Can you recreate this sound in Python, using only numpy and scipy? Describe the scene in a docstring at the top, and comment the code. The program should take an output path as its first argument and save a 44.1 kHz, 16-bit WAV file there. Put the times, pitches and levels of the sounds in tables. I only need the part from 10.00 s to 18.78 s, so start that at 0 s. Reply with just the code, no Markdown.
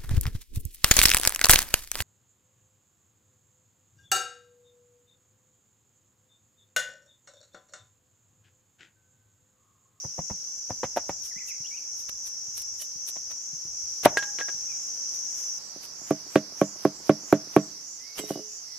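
"""A bamboo strip is knocked onto a knife blade against a log, splits with small cracks and drops one half.
Then, closer by, seven dull blows drive a piece of bamboo home and the knife is laid aside.
Struck pieces are sums of decaying modes with a noise rattle; cracks and scrapes are bursts of noise grains.
A bird whistles by frequency modulation; a cicada chorus, air and rumble are noise shaped in spectrum,
with calls of nearer cicadas as a gliding resonance; decaying noise gives the echo."""
import sys
import numpy as np
from scipy import signal
from scipy.fft import rfft, irfft
from scipy.io import wavfile
from scipy.ndimage import uniform_filter1d

SR = 44100
rng = np.random.default_rng(int(sys.argv[2]) if len(sys.argv) > 2 else 0)


def log_audio(samples):
    """Write samples as a 16-bit WAV file to the path given in sys.argv[1]."""
    # one column per channel
    frames = np.atleast_2d(samples).T
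    # limit to full scale, then quantise
    limited = np.clip(frames, -1, 1)
    pcm = np.round(limited * 32767).astype(np.int16)
    wavfile.write(sys.argv[1], SR, pcm)


N = 387198
T = np.arange(N) / SR
MOVE_S = 5.585  # the forest is heard from a wide spot before this time [s], from a close one after it


def amp(db):
    """Level definition: decibels to an amplitude ratio."""
    return 10 ** (np.asarray(db) / 20)


def unit(x):
    """Normalisation: scales to an rms value of 1."""
    return x / np.sqrt(np.mean(x ** 2) + 1e-20)


def value_at(points, hz):
    """Logarithmic pitch scale: interpolates a frequency table on a log-frequency axis."""
    f, value = np.transpose(points)
    return np.interp(np.log(hz + 1), np.log(f), value)


def level_at(rows, t):
    """Envelope: interpolates a (time [s], level [dB]) table at the times t."""
    s, db = np.transpose(rows)
    return np.interp(t, s, db)


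def add(mix, s, sound):
    """Superposition: mixes a sound in, starting at time s."""
    part = mix[..., max(round(s * SR), 0):][..., :sound.shape[-1]]
    part += sound[..., :part.shape[-1]]


def butter(x, hz, kind, order=2):
    """Causal filtering: a Butterworth low-pass or high-pass."""
    return signal.sosfilt(signal.butter(order, min(hz, .45 * SR), kind, fs=SR, output="sos"), x)


def colour(x, spectrum):
    """Spectral shaping: weights the Fourier transform by a table; white noise keeps its power."""
    gain = unit(amp(value_at(spectrum, np.fft.rfftfreq(N, 1 / SR))))
    return irfft(rfft(x) * gain, N)


def noise_pair(alike, size=N):
    """Partial coherence: white noise in two channels with the correlation `alike`."""
    a, b = rng.standard_normal((2, size))
    alike = np.clip(alike, -1, 1)
    return np.array([a, alike * a + np.sqrt(1 - alike ** 2) * b])


def pan(x, left_db):
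    """Interchannel level difference: raises the left channel over the right."""
    return x * amp([[left_db / 2], [-left_db / 2]])


SPOT_DB = 1.4  # each blow lands on another spot: standard deviation of the mode levels [dB]


def strike(rows, modes, rattle_db, rattle_t60, low_hz, detune):
    """Modal excitation: a blow rings decaying modes and dense overtones; a softer contact dulls both."""
    t, out = np.arange(SR // 2) / SR, np.zeros((2, N))
    hz, mode_db, t60 = np.transpose(modes)[:, :, None]
    # the bending wave takes time to run along the piece, so the modes do not peak together
    lag = 2 * np.pi / 3 * np.arange(len(modes))[:, None]
    for s, db, bright_hz, *ring_db in rows:
        # no two blows meet the piece in the same way
        grip = 1 + detune * rng.standard_normal(hz.shape)
        spot_db = SPOT_DB * rng.standard_normal(hz.shape)
        decay = amp(mode_db + spot_db - 60 * t / t60)
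        ring = (decay * np.cos(2 * np.pi * hz * grip * t - lag)).sum(0)
        rattle = noise_pair(alike=0.53, size=len(t)) * amp(rattle_db - 60 * t / rattle_t60)
        dulled = butter(ring * amp(sum(ring_db)) + rattle, bright_hz, "low")
        sound = butter(dulled, low_hz, "high")
        # the level is that of the blow's energy packed into 10 ms
        add(out, s, amp(db) * unit(sound) * np.sqrt(.01 / t[-1]))
    return out


# hands and feet keep nudging the log at random
FIDGET_PER_S, FIDGET_DB, FIDGET_SPREAD_DB = 5.5, -65.5, 1


def fidgets():
    """Random excitation: faint nudges before the move, as rows (time [s], level [dB])."""
    draws = rng.random((round(FIDGET_PER_S * MOVE_S), 2))
    return [(when * MOVE_S, FIDGET_DB + FIDGET_SPREAD_DB * (2 * force - 1)) for when, force in draws]


# modes of the upright strip: (frequency [Hz], relative level [dB], 60 dB decay time [s])
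STRIP_MODES = [(308, -1.5, 0.024), (560, 0.5, 0.044), (740, 1, 0.046), (857, -2, 0.03), (1001, -3, 0.05),
               (1200, -11, .04), (1493, -12.5, 0.025), (1946, -9.5, .05), (2490, -15, .05),
               (3600, -21, .02)]
# modes of the log: (frequency [Hz], relative level [dB], 60 dB decay time [s])
LOG_MODES = [(95, 2, 0.051), (140, 6, 0.073), (206, -2.5, 0.126)]
# knife and strip knocked on the log: (time [s], level [dB], low-pass brightness [Hz],
# thump of the log [dB], first touch relative to the knock [dB])
KNOCKS = [(0.048, -43.5, 1045, -35.5, -4.5), (.189, -34.5, 1190, -32.5, -6), (.307, -40, 1560, -33, -0.5),
          (0.7043, -32, 1300, -35, -11), (.840, -31, 1760, -36.5, 5), (0.9705, -20.5, 1570, -46, -10),
          (1.093, -28.5, 1680, -38, -28), (2.091, -64, 6130, -64, -18), (3.166, -46.5, 4120, -58, -5),
          (4.058, -4.5, 1490, -27, -34)]
# soft bumps of hand and strip against the log: (time [s], level [dB])
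LOG_BUMPS = [(1.362, -49.5), (1.601, -49), (2.479, -54), (2.953, -53), (3.53, -48), (3.649, -49.5),
             (4.541, -54), (4.94, -61.5)]
TOUCH_LEAD_S = .008  # the strip first touches this long before the weight of the knife lands on it


def knocks():
    """Coupled impact: the upright strip touches, then knocks, and the log beneath it thumps."""
    main = [row[:3] for row in KNOCKS]
    touches = [(s - TOUCH_LEAD_S, db + touch_db, hz) for s, db, hz, _, touch_db in KNOCKS]
    strip = strike(main + touches, STRIP_MODES, rattle_db=3.5, rattle_t60=0.082, low_hz=146, detune=0.057)
    thumps = [(s, thump_db) for s, _, _, thump_db, _ in KNOCKS] + LOG_BUMPS + fidgets()
    log_rows = [(s, db, 260) for s, db in thumps]
    log = strike(log_rows, LOG_MODES, rattle_db=18.5, rattle_t60=0.084, low_hz=50.3, detune=0.18)
    return pan(strip + log, left_db=-0.2)


# short noise bursts: fibres tearing, a bright first contact of the last knock, the knife scraping
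# as it is laid down: (time of the height [s], level before the bright gain [dB],
# half length [s], part with the strip's colour relative to that level [dB])
NOISE_BURSTS = [(1.26, -49, 0.022, -10.5), (1.488, -49.5, 0.016, -12), (2.0, -55, .028, -10),
                (2.094, -46, 0.0046, 7), (2.271, -47.5, 0.015, -9), (2.583, -44, 0.017, -11),
                (2.621, -43, 0.0043, -20), (2.82, -44, 0.019, -16), (3.088, -42, 0.014, -12),
                (3.316, -59, 0.012, 11.5), (4.039, -41.5, 0.0046, 10), (4.054, -36, .0035, 19.5),
                (5.155, -57.5, .024, -4), (5.399, -54, 0.055, -2.5), (5.842, -50, .017, 0.5),
                (8.19, -43.5, 0.015, 6.5), (8.295, -52.5, .058, 2)]
# colour of the bright part: (frequency [Hz], relative density [dB])
BRIGHT_COLOUR = [(1000, -30.5), (4000, -1), (8000, 2), (11000, 5.5), (14000, 2), (16000, -21.5)]
# colour of the part shaped by the strip: (frequency [Hz], relative density [dB])
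STRIP_COLOUR = [(100, -1), (400, 4.5), (1200, 4.5), (3200, 1.5), (5000, -14), (9000, -33.5), (16000, -37.5)]
BRIGHT_GAIN_DB = 7.0
# the blade bites deeper with each knock, this far below it
BITE_DB, BITE_HALF_S, BITE_BODY_DB = -28.5, .007, 0.5
# the driven piece rubs on the way down, before each blow
RUB_LEAD_S, RUB_DB, RUB_HALF_S, RUB_BODY_DB = 0.015, -57.5, .035, 6.5
# fibres crunch under each blow, this far below it
CRUNCH_DB, CRUNCH_HALF_S, CRUNCH_BODY_DB = -31, 0.0015, -11.5


def cracks_and_scrapes():
    """Granular noise: short bursts of uneven grains, a bright part plus a part coloured by the strip."""
    bites = [(s, db + BITE_DB, BITE_HALF_S, BITE_BODY_DB) for s, db, *_ in KNOCKS]
    rubs = [(s - RUB_LEAD_S, RUB_DB, RUB_HALF_S, RUB_BODY_DB) for s, *_ in BLOWS]
    crunches = [(s, db + CRUNCH_DB, CRUNCH_HALF_S, CRUNCH_BODY_DB) for s, db, _ in BLOWS]
    bright, body = np.zeros((2, 2, N))
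    # noise whose strength jumps every 16 samples
    force_db = 3.54 * np.minimum(rng.exponential(1, N // 16 + 1), 5)
    grains = unit(noise_pair(alike=0.084) * amp(force_db).repeat(16)[:N])
    for s, db, half_s, body_db in NOISE_BURSTS + bites + rubs + crunches:
        span = slice(max(round((s - 4 * half_s) * SR), 0), round((s + 4 * half_s) * SR))
        burst = grains[:, span] * amp(db) * np.exp(-abs((T[span] - s) / half_s) ** 1.2)
        bright[:, span] += burst
        body[:, span] += burst * amp(body_db)
    bright = amp(BRIGHT_GAIN_DB) * colour(bright, BRIGHT_COLOUR)
    return pan(bright + colour(body, STRIP_COLOUR), left_db=-1.1)


# the strip creaks as it gives: (time [s], length of the slipping [s], level [dB])
CREAKS = [(2.798, 0.037, -52)]
# modes of the bent strip: (frequency [Hz], relative level [dB], 60 dB decay time [s])
CREAK_MODES = [(620, -8.5, 0.047), (1220, -13, .03), (1850, -3, .04), (2990, 0.5, 0.044)]


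def creak(slips_per_s):
    """Stick-slip excitation: uneven slips of the blade in the split ring the bent strip."""
    t, out = np.arange(SR // 8) / SR, np.zeros((2, N))
    hz, mode_db, t60 = np.transpose(CREAK_MODES)[:, :, None]
    ring = (amp(mode_db - 60 * t / t60) * np.sin(2 * np.pi * hz * t)).sum(0)
    for s, length, db in CREAKS:
        slipping = (rng.random(len(t)) < slips_per_s / SR) * (t < length)
        slips = rng.standard_normal(len(t)) * slipping
        sound = unit(signal.fftconvolve(slips, ring)[:len(t)])
        add(out, s, amp(db) * sound * np.sqrt(length / t[-1]))
    return out


# the split half lands and bounces: (time [s], level [dB], low-pass brightness [Hz],
# how freely it rings: gain of the modes over the rattle [dB])
BOUNCES = [(4.171, -17, 5560, 5.5), (4.225, -30.5, 3670, -2.5), (4.386, -33, 3440, -8),
           (4.403, -35, 3500, -8.5), (4.411, -29.5, 2430, 17), (4.484, -35.5, 2260, -7)]
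# modes of the fallen half: (frequency [Hz], relative level [dB], 60 dB decay time [s])
LOOSE_HALF_MODES = [(430, 3, 0.0071), (820, -28.5, 0.8), (1635, 4.5, 0.12), (1650, -14, 0.28),
                    (1875, 8.5, 0.015), (2280, -32, 0.17), (2720, -13.5, 0.04), (3410, -31, 0.18),
                    (5170, -18, 0.065)]


def bounces():
    """Free vibration: the fallen half clatters, ringing more or less freely at each bounce."""
    clatter = strike(BOUNCES, LOOSE_HALF_MODES, rattle_db=4.5, rattle_t60=0.095, low_hz=199, detune=0.0064)
    return pan(clatter, left_db=-1.0)


# close blows on the stake: (time [s], level [dB], low-pass brightness [Hz])
BLOWS = [(6.1076, -15.5, 1320), (6.357, -9.5, 2600), (6.614, -12.5, 1400), (6.8513, -12, 1400),
         (7.094, -9, 1530), (7.326, -7, 1430), (7.564, -6, 1500)]
# modes of the driven piece: (frequency [Hz], relative level [dB], 60 dB decay time [s])
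STAKE_MODES = [(111.5, -26, 0.15), (155.7, -9.5, 0.11), (206, -10, 0.14), (294.5, -0.5, 0.097),
               (370, 3.5, 0.03), (416, -8, 0.079), (541, -0.5, 0.057), (634, -9.5, 0.11), (738, 2.5, 0.02),
               (1122, -11.5, 0.044), (1307, -5.5, 0.0078), (1570, -8, 0.018), (2376, -10, 0.017),
               (3330, -24.5, .05)]
# things are set down with dull thuds: (time [s], level [dB])
THUDS = [(5.759, -45), (8.195, -33), (8.236, -37), (8.305, -24.5), (8.356, -33), (8.373, -39.5),
         (8.392, -38)]
LIFT_LEAD_S, LIFT_DB = .094, -49.5  # a soft thud as the piece is lifted before each blow
THUD_HZ = 880  # brightness of lifts and thuds


def stake():
    """Damped resonance: each blow follows a soft lift; things set down thud with the same ring."""
    soft = [(s - LIFT_LEAD_S, LIFT_DB) for s, *_ in BLOWS] + THUDS
    rows = BLOWS + [(s, db, THUD_HZ) for s, db in soft]
    hits = strike(rows, STAKE_MODES, rattle_db=-6.0, rattle_t60=0.09, low_hz=99.2, detune=.015)
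    return pan(hits, left_db=-3.0)


# the blade touches down: (time [s], level [dB], low-pass brightness [Hz])
CLINKS = [(8.182, -36, 5000), (8.191, -34, 8000), (8.292, -45.5, 7000), (8.385, -41.5, 450)]
# modes of the blade: (frequency [Hz], relative level [dB], 60 dB decay time [s])
BLADE_MODES = [(427, 1, 0.42), (2100, -9, 0.35), (2928, -1, 0.56), (3200, 8.5, 0.059), (3820, -6, 0.5),
               (7680, 6, 0.2), (9380, 0, 0.18)]


def clinks():
    """Light damping: the blade rings long in narrow modes as the knife is laid aside."""
    touchdowns = strike(CLINKS, BLADE_MODES, rattle_db=15.5, rattle_t60=0.021, low_hz=202, detune=0.0007)
    return pan(touchdowns, left_db=-6)


# bird notes: (time [s], length [s], pitch at the start [Hz], in the middle [Hz], at the end [Hz],
# level before the song gain [dB])
BIRD_NOTES = [(1.307, 0.025, 2210, 1890, 1680, -60), (1.354, .045, 1916, 2090, 2730, -53.5),
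              (1.401, 0.031, 2265, 2000, 1930, -57), (1.477, 0.053, 2800, 2550, 1870, -53),
              (1.641, .036, 2790, 2780, 3700, -54), (1.705, 0.058, 2245, 2290, 2710, -56),
              (1.765, 0.031, 2890, 2710, 2320, -57.5), (4.686, 0.0547, 2510, 2440, 2240, -59.5),
              (7.984, 0.18, 1907, 2210, 2210, -65), (8.66, 0.14, 2070, 2005, 2010, -72)]
SONG_GAIN_DB = 8


def bird():
    """Frequency modulation: slurred, slightly husky whistles, each bending through three pitches."""
    out = np.zeros((2, N))
    for s, length, *pitches, db in BIRD_NOTES:
        t = np.arange(0, length, 1 / SR)
        hz = np.interp(t, np.linspace(0, length, len(pitches)), pitches)
        waver = 1 + .018 * unit(butter(rng.standard_normal(len(t)), 400, "low"))  # huskiness
        whistle = np.sin(2 * np.pi * np.cumsum(hz * waver) / SR)
        add(out, s, amp(db) * whistle * signal.windows.tukey(len(t), .4))
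    return amp(SONG_GAIN_DB) * pan(out, left_db=-3.5)


# decay of the echo: (frequency [Hz], 60 dB decay time [s])
ECHO_T60 = [(100, 1), (500, 0.36), (1500, 0.75), (4000, 0.048), (12000, 0.021)]


def echo(x, alike):
    """Diffuse scattering from the stems and the earth bank, each band dying at its own speed."""
    hz, t, z = signal.stft(noise_pair(alike, size=SR // 2), SR, nperseg=256)
    decay = amp(-60 * t / value_at(ECHO_T60, hz)[:, None])
    build_up = np.minimum(t / 0.022, 1)
    tail = signal.istft(z * decay * build_up, SR, nperseg=256)[1]
    return signal.fftconvolve(x, tail / np.linalg.norm(tail[0]), axes=1)[:, :N]


# bouts of evenly spaced calls by the nearest cicadas: (first call [s], last call [s],
# number of calls [count], half length [s], top pitch [Hz], level at the top [dB])
BOUTS = [(0.261, 1.453, 5, 0.095, 6660, -46), (1.706, 2.47, 4, 0.078, 6600, -48.5),
         (2.798, 3.765, 4, 0.094, 6750, -47), (4.252, 5.343, 3, 0.15, 6750, -43.5),
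         (5.666, 7.648, 4, 0.074, 7450, -51.5), (6.054, 9.164, 6, 0.092, 6810, -43.5)]


def near_cicadas(rest_wide_hz, rest_close_hz, width_hz, linger, alike):
    """Gliding resonance: in each call the body's peak slides up from rest and back, loudest at the top."""
    hz, t, z = signal.stft(noise_pair(alike), SR, nperseg=512, noverlap=384)
    rest_hz, power = np.where(t < MOVE_S, rest_wide_hz, rest_close_hz), 0
    for first_s, last_s, count, half_s, top_hz, db in BOUTS:
        for s in np.linspace(first_s, last_s, round(count)):
            u = (t - s) / half_s
            centre_hz = rest_hz + (top_hz - rest_hz) * np.exp(-u ** 2 / 2)
            resonance = (1 + ((hz[:, None] - centre_hz) / width_hz) ** 2) ** -3
            loudness = amp(db) ** 2 * np.exp(-(u / linger) ** 2)
            power = power + resonance / resonance.mean(0) * loudness
    return signal.istft(z * np.sqrt(power), SR, nperseg=512, noverlap=384)[1][:, :N]


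def chorus(spectrum, level_db, patchy_db, alike):
    """Shaped noise: massed tymbal buzz of far cicadas, with thin lines that slowly wax and wane at random."""
    hz, t, z = signal.stft(noise_pair(alike), SR, nperseg=2048, noverlap=1536)
    lines = unit(uniform_filter1d(rng.standard_normal(z.shape[1:]), size=14, axis=1))
    z = z * amp(value_at(spectrum, hz)[:, None] + patchy_db * lines)
    buzz = signal.istft(z, SR, nperseg=2048, noverlap=1536)[1][:, :N]
    return unit(buzz) * amp(level_db)


# colour of the low rumble: (frequency [Hz], relative density [dB])
RUMBLE_COLOUR = [(15, -15.5), (45, 2.5), (90, 1), (150, -12.5), (300, -32), (1000, -71.5)]
# course of the low rumble: (time [s], level before gain and lumps [dB])
RUMBLE_LEVEL = [(0.4, -77), (0.89, -65), (1.63, -77), (2.7, -68.5), (3.52, -74), (4.15, -63), (4.76, -75),
                (5.9, -83)]


def rumble(gain_db, lumpy_db):
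    """Amplitude modulation: low noise that comes in lumps, its level swayed by slow noise."""
    lumps = unit(uniform_filter1d(rng.standard_normal(N), size=4096))
    low_noise = pan(colour(noise_pair(alike=0.79), RUMBLE_COLOUR), left_db=7.5)
    return low_noise * amp(level_at(RUMBLE_LEVEL, T) + gain_db + lumpy_db * lumps)


# forest air at the wide spot: (frequency [Hz], relative density [dB])
AIR_WIDE = [(20, -1), (80, -10), (200, -0.5), (500, -1.5), (1500, -5), (3500, -9.5), (8000, -53.5),
            (15000, -54)]
# forest air at the close spot: (frequency [Hz], relative density [dB])
AIR_CLOSE = [(20, -24), (70, 0), (150, 5), (550, 4), (1000, 3.5), (2200, -3.5), (3500, -20.5),
             (15000, -27.5)]
# course of the forest air: (time [s], level [dB])
AIR_LEVEL = [(0, -64.5), (3.7, -63.3), (4.1, -59.5), (7.6, -57), (7.9, -64)]


def air():
    """Broadband noise: the forest air, coloured for each spot."""
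    wide = colour(noise_pair(alike=.55), AIR_WIDE)
    close = colour(noise_pair(alike=0.64), AIR_CLOSE)
    return np.where(T < MOVE_S, wide, close) * amp(level_at(AIR_LEVEL, T))


# colour of the chorus at the wide spot: (frequency [Hz], relative density [dB])
CHORUS_WIDE = [(3000, -41), (4200, -43.5), (4800, -28.5), (5300, -8.5), (5750, 0), (6300, -5.5),
               (7000, -18), (8000, -29), (9400, -39), (11500, -34), (13000, -37), (15500, -51)]
# colour of the chorus at the close spot: (frequency [Hz], relative density [dB])
CHORUS_CLOSE = [(3000, -24), (4000, -27), (4700, -9), (5300, -4.5), (5700, 4), (6300, -4), (7000, -14),
                (8000, -22), (9400, -26.5), (11800, -23.5), (14200, -33), (15500, -52)]
# the massed chorus at the wide spot: (time [s], level [dB])
CHORUS_LEVEL = [(0, -36.5), (3.74, -36), (3.8, -33.5), (5.57, -32.6)]


def forest():
    """Superposed background: cicadas, air and rumble, heard from the wide spot and then the close one."""
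    near = near_cicadas(rest_wide_hz=5093, rest_close_hz=4760, width_hz=700, linger=1.78, alike=0.095)
    far_wide = chorus(CHORUS_WIDE, level_at(CHORUS_LEVEL, T), patchy_db=3.5, alike=0.059)
    far_close = chorus(CHORUS_CLOSE, level_db=-42.5, patchy_db=4.5, alike=0.058)
    wide = pan(far_wide + near, left_db=0.9)
    close = pan(far_close + near, left_db=-4.0)
    return np.where(T < MOVE_S, wide, close) + air() + rumble(gain_db=-0.5, lumpy_db=5.0)


def scene():
    """Direct and scattered sound: the bamboo work and the bird with their echoes, and the forest."""
    # all cracks and scrapes, early and late, share the echo of the splitting
    splitting = knocks() + bounces() + cracks_and_scrapes() + creak(slips_per_s=600)
    driving = stake() + clinks()
    song = bird()
    echoes = amp(-34.5) * echo(splitting, alike=0.67) + amp(-39.5) * echo(driving, alike=1.0)
    echoes += amp(-11.5) * echo(song, alike=0.11)
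    return splitting + driving + song + echoes + forest()


TOP_HZ = 15800  # upper band limit


def record(dry):
    """Peak limiting: the hardest blows are held near full scale and duck the forest; then the band limit."""
    peak_db = 20 * np.log10(abs(dry).max(0) + 1e-9)
    recovery = T * 110  # dB, growing by 110 dB a second
    held_db = np.maximum.accumulate(peak_db + recovery) - recovery
    over_db = np.maximum(held_db + 0.5, 0)  # excess over -0.5 dB of full scale
    ducked = np.clip(dry * amp(-uniform_filter1d(over_db, size=24)), -1, 1)
    low_pass = signal.firwin(511, TOP_HZ, window=("kaiser", 9), fs=SR)
    return signal.oaconvolve(ducked, low_pass[None], "same")


dry = scene()
out = record(dry)
log_audio(out)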